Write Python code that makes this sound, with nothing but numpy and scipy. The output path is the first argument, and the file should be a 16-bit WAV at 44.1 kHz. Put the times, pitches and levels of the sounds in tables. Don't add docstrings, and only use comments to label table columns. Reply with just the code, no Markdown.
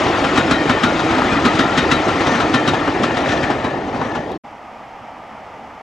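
import sys
import numpy as np
from scipy import signal
from scipy.fft import irfft
from scipy.io import wavfile
from scipy.ndimage import uniform_filter1d

SR = 44100
rng = np.random.default_rng(int(sys.argv[2]) if len(sys.argv) > 2 else 0)


def inscribe(sig):
    pcm = np.round(np.clip(np.atleast_2d(sig).T, -1, 1) * 32767)
    wavfile.write(sys.argv[1], SR, pcm.astype(np.int16))


def linear_from_db(decibels):
    return 10 ** (np.asarray(decibels, float) / 20)


N = 256653
TIME = np.arange(N) / SR

# t/s, loss with distance as level/dB
DISTANCE = [(0.0, 1), (0.3, 0), (0.55, -2), (0.95, -1), (1.26, 0), (1.6, -1), (1.99, -1.5), (2.28, -1),
            (2.55, -3), (2.8, -3.5), (3.04, -4.5), (3.38, -2.5), (3.6, -8), (3.8, -11), (4.05, -11),
            (4.2, -14.5), (4.38, -19.5)]
# f/Hz, level/dB
RUMBLE_COLOUR = [(12, -46), (20, -40), (80, -4), (210, -2.5), (258, -1), (353, -0.5), (528, -7.5),
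                 (700, -11.5), (910, -30), (1540, -120)]
ROAR_COLOUR = [(240, -18.5), (400, -0.5), (528, -1), (769, 3), (1150, -9.5), (1500, -57), (2530, -120)]
GRIND_COLOUR = [(590, -27), (1000, -2), (1130, -1.5), (1300, 1), (1600, -6.5), (1780, -2), (2770, -11),
                (2990, -26), (3200, -19), (4160, -62), (7040, -120)]
HISS_COLOUR = [(2000, -21), (2900, 1.5), (3750, -2.5), (4300, -6), (6700, -13), (9200, -26.5),
               (11200, -36.5), (13500, -41), (15000, -81)]
# (level/dB when near, share of the distance loss); treble fades first
RUMBLE_LEVEL, ROAR_LEVEL, GRIND_LEVEL, HISS_LEVEL = (-22, 0.42), (-21.5, 0.33), (-22.5, 1), (-31, 1.27)
FLOOR_LEVEL, RAIL_LEVEL = (-24, 0.7), (-34, 0.65)
FIELD_HISS_DB = -47.5

# middle t/s, half length t/s, f/Hz, level/dB
SQUEALS = [(.1, 0.09, 1366, -33), (.42, .06, 1440, -32), (.56, 0.062, 1852, -28.5),
           (0.713, 0.064, 1800, -29.5), (0.724, 0.044, 3030, -37), (0.857, 0.082, 1400, -28.5),
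           (1.008, .03, 3790, -40), (1.136, 0.065, 1293, -25), (1.295, 0.086, 1240, -26.5),
           (1.326, 0.028, 2450, -28), (1.46, 0.03, 1250, -20.5), (1.654, 0.17, 1383, -28),
           (1.62, 0.076, 1910, -33.5), (1.8, 0.058, 1870, -30.5), (2.083, .05, 1343, -26),
           (2.412, 0.037, 1258, -28.5), (3.648, .025, 3050, -38), (3.65, .02, 3850, -39),
           (2.29, 0.048, 1800, -32), (2.563, 0.056, 1790, -30), (3.06, 0.046, 1780, -35),
           (3.29, 0.043, 1775, -31), (3.46, 0.041, 1765, -32), (3.67, .04, 1738, -34),
           (4.102, .035, 1735, -33.5)]
# middle t/s, half length t/s, level/dB
SCRAPES = [
    (2.3, 0.087, -40),
    (3.31, .04, -40),
    (4.05, .1, -52),
]
SQUEAL_WIDTH_HZ, SCRAPE_HZ, SCRAPE_WIDTH_HZ = 46, 5900, 740
RIM_HZ, RIM_SPREAD, RIM_AFTER_S, RIM_HALF_S, RIM_DB = 3790, 0.018, 0.012, 0.026, -24

# t/s, crack level/dB, weight level/dB, clank f/Hz
NEAR_JOINT = [
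    (0.375, -8, -8.5, 1240),
    (0.5102, -7, -8.5, 1390),
    (0.695, -10, -8.5, 1270),
    (0.835, -7.5, -8.5, 1340),
    (1.452, -8.5, -9.5, 1236),
    (1.5912, -8, -10.5, 1390),
    (1.7765, -6, -10, 1400),
    (1.915, -5.5, -9, 1290),
    (2.5404, -8, -10, 980),
    (2.6766, -8, -11, 1170),
]
# t/s, crack level/dB, weight level/dB, clank f/Hz
FAR_JOINTS = [(0.0643, -20, -24, 1320), (0.243, -15.5, -14, 1260), (0.3588, -12.5, -15, 1030),
              (0.9945, -14.5, -17, 1030), (1.1099, -16, -15.5, 1310), (1.1497, -21, -21, 1450),
              (1.182, -17, -15.5, 864), (1.2173, -25, -15, 1270), (1.319, -19, -16.5, 1230),
              (1.5516, -14.5, -23, 1110), (2.0836, -14.5, -16.5, 814), (2.2071, -14.5, -17, 1060),
              (2.2679, -12.5, -12.5, 810), (2.3182, -18, -17, 816), (2.351, -17.5, -15, 1330),
              (2.4023, -13, -13, 1190), (2.7367, -16.5, -20, 860), (2.8756, -26, -15, 875),
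              (3.034, -10.5, -15, 1020), (3.169, -13.5, -16, 810), (3.2584, -24, -18, 1660),
              (3.2897, -15.5, -19, 1760), (3.318, -15, -26, 896), (3.431, -16.5, -17, 1710),
              (3.5025, -17.5, -17.5, 802), (3.6423, -21, -13.5, 920), (3.9447, -31, -19.5, 802),
              (4.014, -32, -17.5, 950), (4.049, -30, -22, 921), (4.15, -22, -17, 990)]
# (thud dB and clank dB over the weight, lead-in dB, treble limit Hz)
NEAR_MIX, FAR_MIX = (-1.5, 0.4, -10.5, 16500), (-3, 2.5, -10, 12000)
# f/Hz, level/dB
CRACK_COLOUR = [(900, -43), (1500, -7.5), (1860, -7.5), (2500, -8), (3800, -8.5), (4300, -13.5),
                (7000, -21.5), (10000, -36), (12500, -48), (14500, -66)]
# f/Hz, level/dB, time to fade by 60 dB as t/s
WHEEL_TONES = [(1270, -9, 0.21), (1390, -3, 0.31), (1800, -9, 0.33), (2465, -9.5, 0.56), (3100, -13.5, 0.7),
               (3810, -11, 0.11), (4400, -21, 0.12)]
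THUD_HZ, THUD_WIDTH_HZ, CLANK_WIDTH_HZ, RATTLE_S = 248.8, 130, 785, 0.013
DULLING_HZ_PER_S = 660

# t/s, level/dB, f/Hz
KNOCKS = [
    (0.912, -17, 350),
    (1.219, -9.5, 960),
    (2.735, -8.5, 770),
    (2.883, -9.5, 380),
    (3.5, -7.5, 767),
]
# t/s, level/dB, f/Hz
CLICK = [
    (4.3186, -28.5, 3700),
]

# f/Hz, level/dB
DRONE_COLOUR = [(12, -65), (20, -39), (54, -10.5), (163, -9.5), (183, -18), (211, -7), (274, -6),
                (307, -6.5), (349, -26), (384, -9.5), (417, -11), (758, -1), (950, -4), (1240, -36),
                (2090, -120)]
WASH_COLOUR = [(700, -22), (950, -8), (1070, -8), (1210, -3), (1530, -13), (2050, -11), (2710, -18),
               (3010, -18.5), (4000, -30.5), (5210, -29), (7500, -38), (10000, -49), (14000, -60)]
DRONE_DB, WASH_DB, YARD_SWELL_DB = -37.5, -41.5, 0.25
CHUG_FIRST_S, CHUG_EVERY_S, CHUG_DB, CHUG_HALF_S = 4.739, 0.3, -43.5, 0.033

# f/Hz, peak level/dB
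WHINES = [(10499, -79), (12000, -74.5)]
# f/Hz, likeness 0-1, left lead in radians, left over right level/dB
TRAIN_PORTS = [(45, .98, -.6, 1.2), (130, .99, -.3, .2), (320, .992, .05, -1), (700, .97, .55, .5),
               (900, .95, .7, 2.5), (1200, .94, .6, 4.7), (1900, .92, .4, 5.3), (2600, .89, .25, 5.3),
               (5000, .91, .2, 4.7), (7000, .88, .2, 2.3), (9000, .76, .2, -1), (10700, .35, 1.4, -5),
               (12300, .5, 2.4, -1)]
YARD_PORTS = [(45, .98, -.5, 0), (200, .985, -.2, -1), (700, .985, 0, -1), (1500, .92, 0, 0),
              (7000, .87, -.05, -.5), (9000, .64, 0, 0), (11000, .35, 0, 0)]
FADE_OUT_S, FADE_IN_S, END_FADE_S = (4.36, 4.378), (4.436, 4.445), 0.004


def evened(x):
    return x / np.sqrt(np.mean(x ** 2) + 1e-20)


def read(points, hz):
    f, value = np.transpose(points)
    return np.interp(np.log(hz + 1), np.log(f + 1), value)


def distance_loss():
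    return np.interp(TIME, *np.transpose(DISTANCE))


def away(level):
    near_db, share = level
    return linear_from_db(near_db + share * distance_loss())


def wander(per_s):
    t = TIME[::256]
    waves = [np.sin(2 * np.pi * (f * t + rng.random())) for f in per_s * np.geomspace(0.1, 1, 20)]
    return np.interp(TIME, t, evened(sum(waves)))


def resonate(x, hz, width):
    r = np.exp(-np.pi * width / SR)
    if np.isscalar(hz):
        return 2 * signal.lfilter([1 - r], [1, -r * np.exp(2j * np.pi * hz / SR)], x).real
    turn = np.exp(2j * np.pi * np.cumsum(hz) / SR)
    return 2 * (turn * signal.lfilter([1 - r], [1, -r], x / turn)).real


def resonate_twice(x, hz, width):
    return resonate(resonate(x, hz, width), hz, width)


def noise(colour, patchy_db, flicker_db, size):
    frames, hz = 4 * N // size + 5, np.fft.rfftfreq(size, 1 / SR)
    *z, patches = rng.standard_normal((frames, len(hz), 5)).T
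    patches = uniform_filter1d(patches, size // 100, 0)
    patches = evened(uniform_filter1d(patches, 3000 // size, 1))
    flicker = evened(uniform_filter1d(rng.standard_normal(frames), 2500 // size))
    z = np.array([z[0] + 1j * z[1], z[2] + 1j * z[3]])
    z *= linear_from_db(read(colour, hz)[:, None] + patchy_db * patches + flicker_db * flicker)
    return evened(signal.istft(z, nperseg=size, noverlap=3 * size // 4)[1][:, :N])


def rolling_wheels():
    rumble = away(RUMBLE_LEVEL) * noise(RUMBLE_COLOUR, patchy_db=1.0, flicker_db=3.0, size=1024)
    roar = away(ROAR_LEVEL) * noise(ROAR_COLOUR, patchy_db=2.14, flicker_db=-0.7, size=512)
    grind = away(GRIND_LEVEL) * noise(GRIND_COLOUR, patchy_db=1.9, flicker_db=0.7, size=512)
    hiss_gain = np.hypot(away(HISS_LEVEL), linear_from_db(FIELD_HISS_DB))
    hiss = hiss_gain * noise(HISS_COLOUR, patchy_db=2.5, flicker_db=0.5, size=256)
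    return rumble + roar + grind + hiss


def drumming_floors():
    body_hz = 300 + 15.7 * wander(8)
    boom = evened(resonate_twice(rng.standard_normal((2, N)), body_hz, 60))
    return away(FLOOR_LEVEL) * linear_from_db(1.5 * wander(6)) * boom


def singing_rail(rough):
    rail_hz = 1790 + 30 * wander(7)
    rail = evened(resonate_twice(rough, rail_hz, 170)) * np.interp(TIME, (2.0, 2.3), [0, 1])
    return away(RAIL_LEVEL) * linear_from_db(2.5 * wander(9)) * rail


def rubbing_rims(rough):
    rubs = [(*row, SQUEAL_WIDTH_HZ) for row in SQUEALS]
    for s, crack_db, *_ in NEAR_JOINT:
        hz = RIM_HZ * (1 + RIM_SPREAD * rng.standard_normal())
        rubs.append((s + RIM_AFTER_S, RIM_HALF_S, hz, crack_db + RIM_DB, 2 * SQUEAL_WIDTH_HZ))
    rubs += [(s, half, SCRAPE_HZ, db, SCRAPE_WIDTH_HZ) for s, half, db in SCRAPES]
    out = np.zeros((2, N))
    for s, half, hz, db, width in rubs:
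        near = slice(max(round((s - 3 * half) * SR), 0), round((s + 3 * half) * SR))
        rub = evened(resonate_twice(rough[:, near], hz, 1.35 * width))
        late = TIME[near] - s
        swell = np.exp(-(late / np.where(late < 0, 0.74 * half, 1.73 * half)) ** 2)
        out[:, near] += linear_from_db(db) * rub * swell
    return out


def joint_blows():
    ahead = 2000
    out, t = np.zeros((2, N + 9000)), (np.arange(9000) - ahead) / SR
    late, hz = np.maximum(t, 0), np.fft.rfftfreq(512, 1 / SR)
    crack = np.fft.fftshift(irfft(linear_from_db(read(CRACK_COLOUR, hz)))) * np.hanning(512)
    crack /= np.linalg.norm(crack)
    hold = np.minimum(late / 0.0037, 1) / (1 + (late / RATTLE_S) ** 2.18)
    echoes = 0.34 * np.exp(-late / 0.034) * np.minimum(late / 0.017, 1)
    approach = np.exp(-abs(t) / 0.019)
    axles = [row + NEAR_MIX for row in NEAR_JOINT] + [row + FAR_MIX for row in FAR_JOINTS]
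    for s, crack_db, weight_db, clank_hz, thud_db, clank_db, lead_db, air_hz in axles:
        thud_db, clank_db = weight_db + thud_db, weight_db + clank_db
        rattle, clank = rng.standard_normal((2, 2, len(t)))
        grit = linear_from_db(1.5 * uniform_filter1d(rng.standard_normal(len(t)), size=30) * 5.4)
        shape = hold * grit + echoes + linear_from_db(lead_db) * approach
        sound = linear_from_db(crack_db - 12.5) * signal.oaconvolve(rattle * shape, crack[None], "same")
        sound += linear_from_db(clank_db + 6.0) * resonate_twice(clank * shape, clank_hz, CLANK_WIDTH_HZ)
        push_hz = THUD_HZ * rng.uniform(0.97, 1.052)
        push = np.sin(2 * np.pi * push_hz * t + rng.uniform(0, 2 * np.pi, (2, 1)))
        thud = resonate(resonate(push * hold, THUD_HZ, 200), THUD_HZ, THUD_WIDTH_HZ)
        sound += linear_from_db(thud_db + 2.0) * thud
        sound += linear_from_db(thud_db + 12.5) * resonate_twice(clank[::-1] * shape, 141, 130)
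        luck = rng.standard_normal((len(WHEEL_TONES), 2))
        for (f, db, t60), (detune, size) in zip(WHEEL_TONES, luck):
            tone_hz = f * (1 + 0.0143 * detune)
            tone = np.sin(2 * np.pi * tone_hz * t + rng.uniform(0, 2 * np.pi, (2, 1)))
            fading = linear_from_db(crack_db - 12.0 + db + 2.05 * size - 60 * late / t60)
            sound += fading * tone * np.minimum(late / 0.0063, 1)
        air = signal.butter(2, air_hz - DULLING_HZ_PER_S * s, fs=SR, output="sos")
        start = round((s - 0.002) * SR) - ahead
        out[:, start:][:, :len(t)] += signal.sosfilt(air, sound * signal.windows.tukey(len(t), 0.3))
    return out[:, :N]


def loose_part_knocks():
    out = np.zeros(N)
    for s, db, hz in KNOCKS:
        late = TIME - s - 0.0015
        after_ring = 0.25 * np.exp(-abs(late) / 0.0097) * np.clip(late / 0.002, 0, 1)
        shape = np.exp(-(late / 0.0014) ** 2) + after_ring
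        out += linear_from_db(db + 1.0) * shape * np.cos(2 * np.pi * hz * late)
    return out


def small_click():
    s, db, hz = CLICK[0]
    late = np.maximum(TIME - s, 0)
    grit = 0.3 * rng.standard_normal(N) * (late > 0)
    return linear_from_db(db) * np.exp(-late / 0.00093) * (np.sin(2 * np.pi * hz * late) + grit)


def engine_chug():
    exhaust = evened(resonate_twice(rng.standard_normal((2, N)), 225, 60))
    exhaust = 0.4 * exhaust + 1.5 * np.sin(2 * np.pi * 228 * TIME)
    off = ((TIME - CHUG_FIRST_S) / CHUG_EVERY_S + 0.5) % 1 - 0.5
    return exhaust * linear_from_db(CHUG_DB) * np.exp(-(off * CHUG_EVERY_S / CHUG_HALF_S) ** 2)


def engine_hum():
    hum_hz = 810 + 25 * wander(5.5)
    hum = linear_from_db(-44) * evened(resonate_twice(rng.standard_normal((2, N)), hum_hz, 164))
    return hum + linear_from_db(-54) * np.sin(2 * np.pi * 1184 * TIME)


def yard():
    drone = linear_from_db(DRONE_DB) * noise(DRONE_COLOUR, patchy_db=-1.4, flicker_db=-0.4, size=1024)
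    wash = linear_from_db(WASH_DB) * noise(WASH_COLOUR, patchy_db=0.4, flicker_db=0.0, size=512)
    chug = engine_chug()
    return (drone + wash + engine_hum()) * linear_from_db(YARD_SWELL_DB * wander(5)) + chug


def electronic_whine():
    return sum(linear_from_db(db) * np.sin(2 * np.pi * hz * TIME) for hz, db in WHINES)


def ports(pair, table, lean):
    hz, t, (a, b) = signal.stft(pair, SR, nperseg=1024)
    table_hz, *columns = np.transpose(table)
    same, lead, lean_db = (np.interp(hz, table_hz, column)[:, None] for column in columns)
    tilt = linear_from_db(lean_db * np.interp(t, TIME, lean) / 2) * np.exp(0.5j * lead)
    mid, off = np.sqrt((1 + same) / 2) * a, np.sqrt((1 - same) / 2) * b
    return signal.istft(np.array([(mid + off) * tilt, (mid - off) / tilt]), SR, nperseg=1024)[1][:, :N]


def scene():
    rough = rng.standard_normal((2, N))
    train = rolling_wheels() + drumming_floors() + singing_rail(rough) + rubbing_rims(rough)
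    train += joint_blows() + loose_part_knocks()
    no_deep_bass = signal.butter(3, 30, "high", fs=SR, output="sos")
    lean = 1 - 0.0142 * distance_loss()
    train = ports(signal.sosfilt(no_deep_bass, train), TRAIN_PORTS, lean) + small_click()
    idle = ports(yard(), YARD_PORTS, np.ones(N))
    whine = electronic_whine()
    before = np.interp(TIME, FADE_OUT_S, [1, 0])
    after = np.interp(TIME, FADE_IN_S, [0, 1]) * np.minimum((TIME[-1] - TIME) / END_FADE_S, 1)
    return before ** 0.87 * (train + whine) + after ** 1.3 * (idle + linear_from_db(-3.5) * whine)


def drop_weak_treble(x):
    gaps_from_hz, usual_top_hz, under_loud_db, pass_top_db, whim_db = 9000, 12900, -69.5, -89.5, 3
    hz, t, z = signal.stft(x, SR, nperseg=1024)
    hz = hz[:512, None]
    power = abs(z[:, :512]) ** 2
    whim = np.repeat(rng.standard_normal((len(t), 64)), 2, 0)[:len(t)].T
    band = power.reshape(2, 64, 8, -1).max(2).mean(0)
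    band = np.repeat(band * linear_from_db(2 * whim_db * whim), 8, 0)
    loud = uniform_filter1d(power.sum((0, 1)), 15) * linear_from_db(2 * under_loud_db)
    need = np.where(hz > usual_top_hz, np.maximum(loud, linear_from_db(2 * pass_top_db)), loud * (hz > gaps_from_hz))
    steady = abs(hz - WHINES[1][0]) < 90
    z[:, :512] *= (band > need) | steady
    return signal.istft(z, SR, nperseg=1024)[1][:, :N]


def low_pass(x):
    return signal.sosfilt(signal.butter(12, 14400, fs=SR, output="sos"), x)


def record(dry):
    hiss = linear_from_db(-72) * rng.standard_normal(dry.shape) * (abs(dry) > 0)
    mix = np.clip(drop_weak_treble(dry + hiss), -1, 1)
    return low_pass(mix)


dry = scene()
out = record(dry)
inscribe(out)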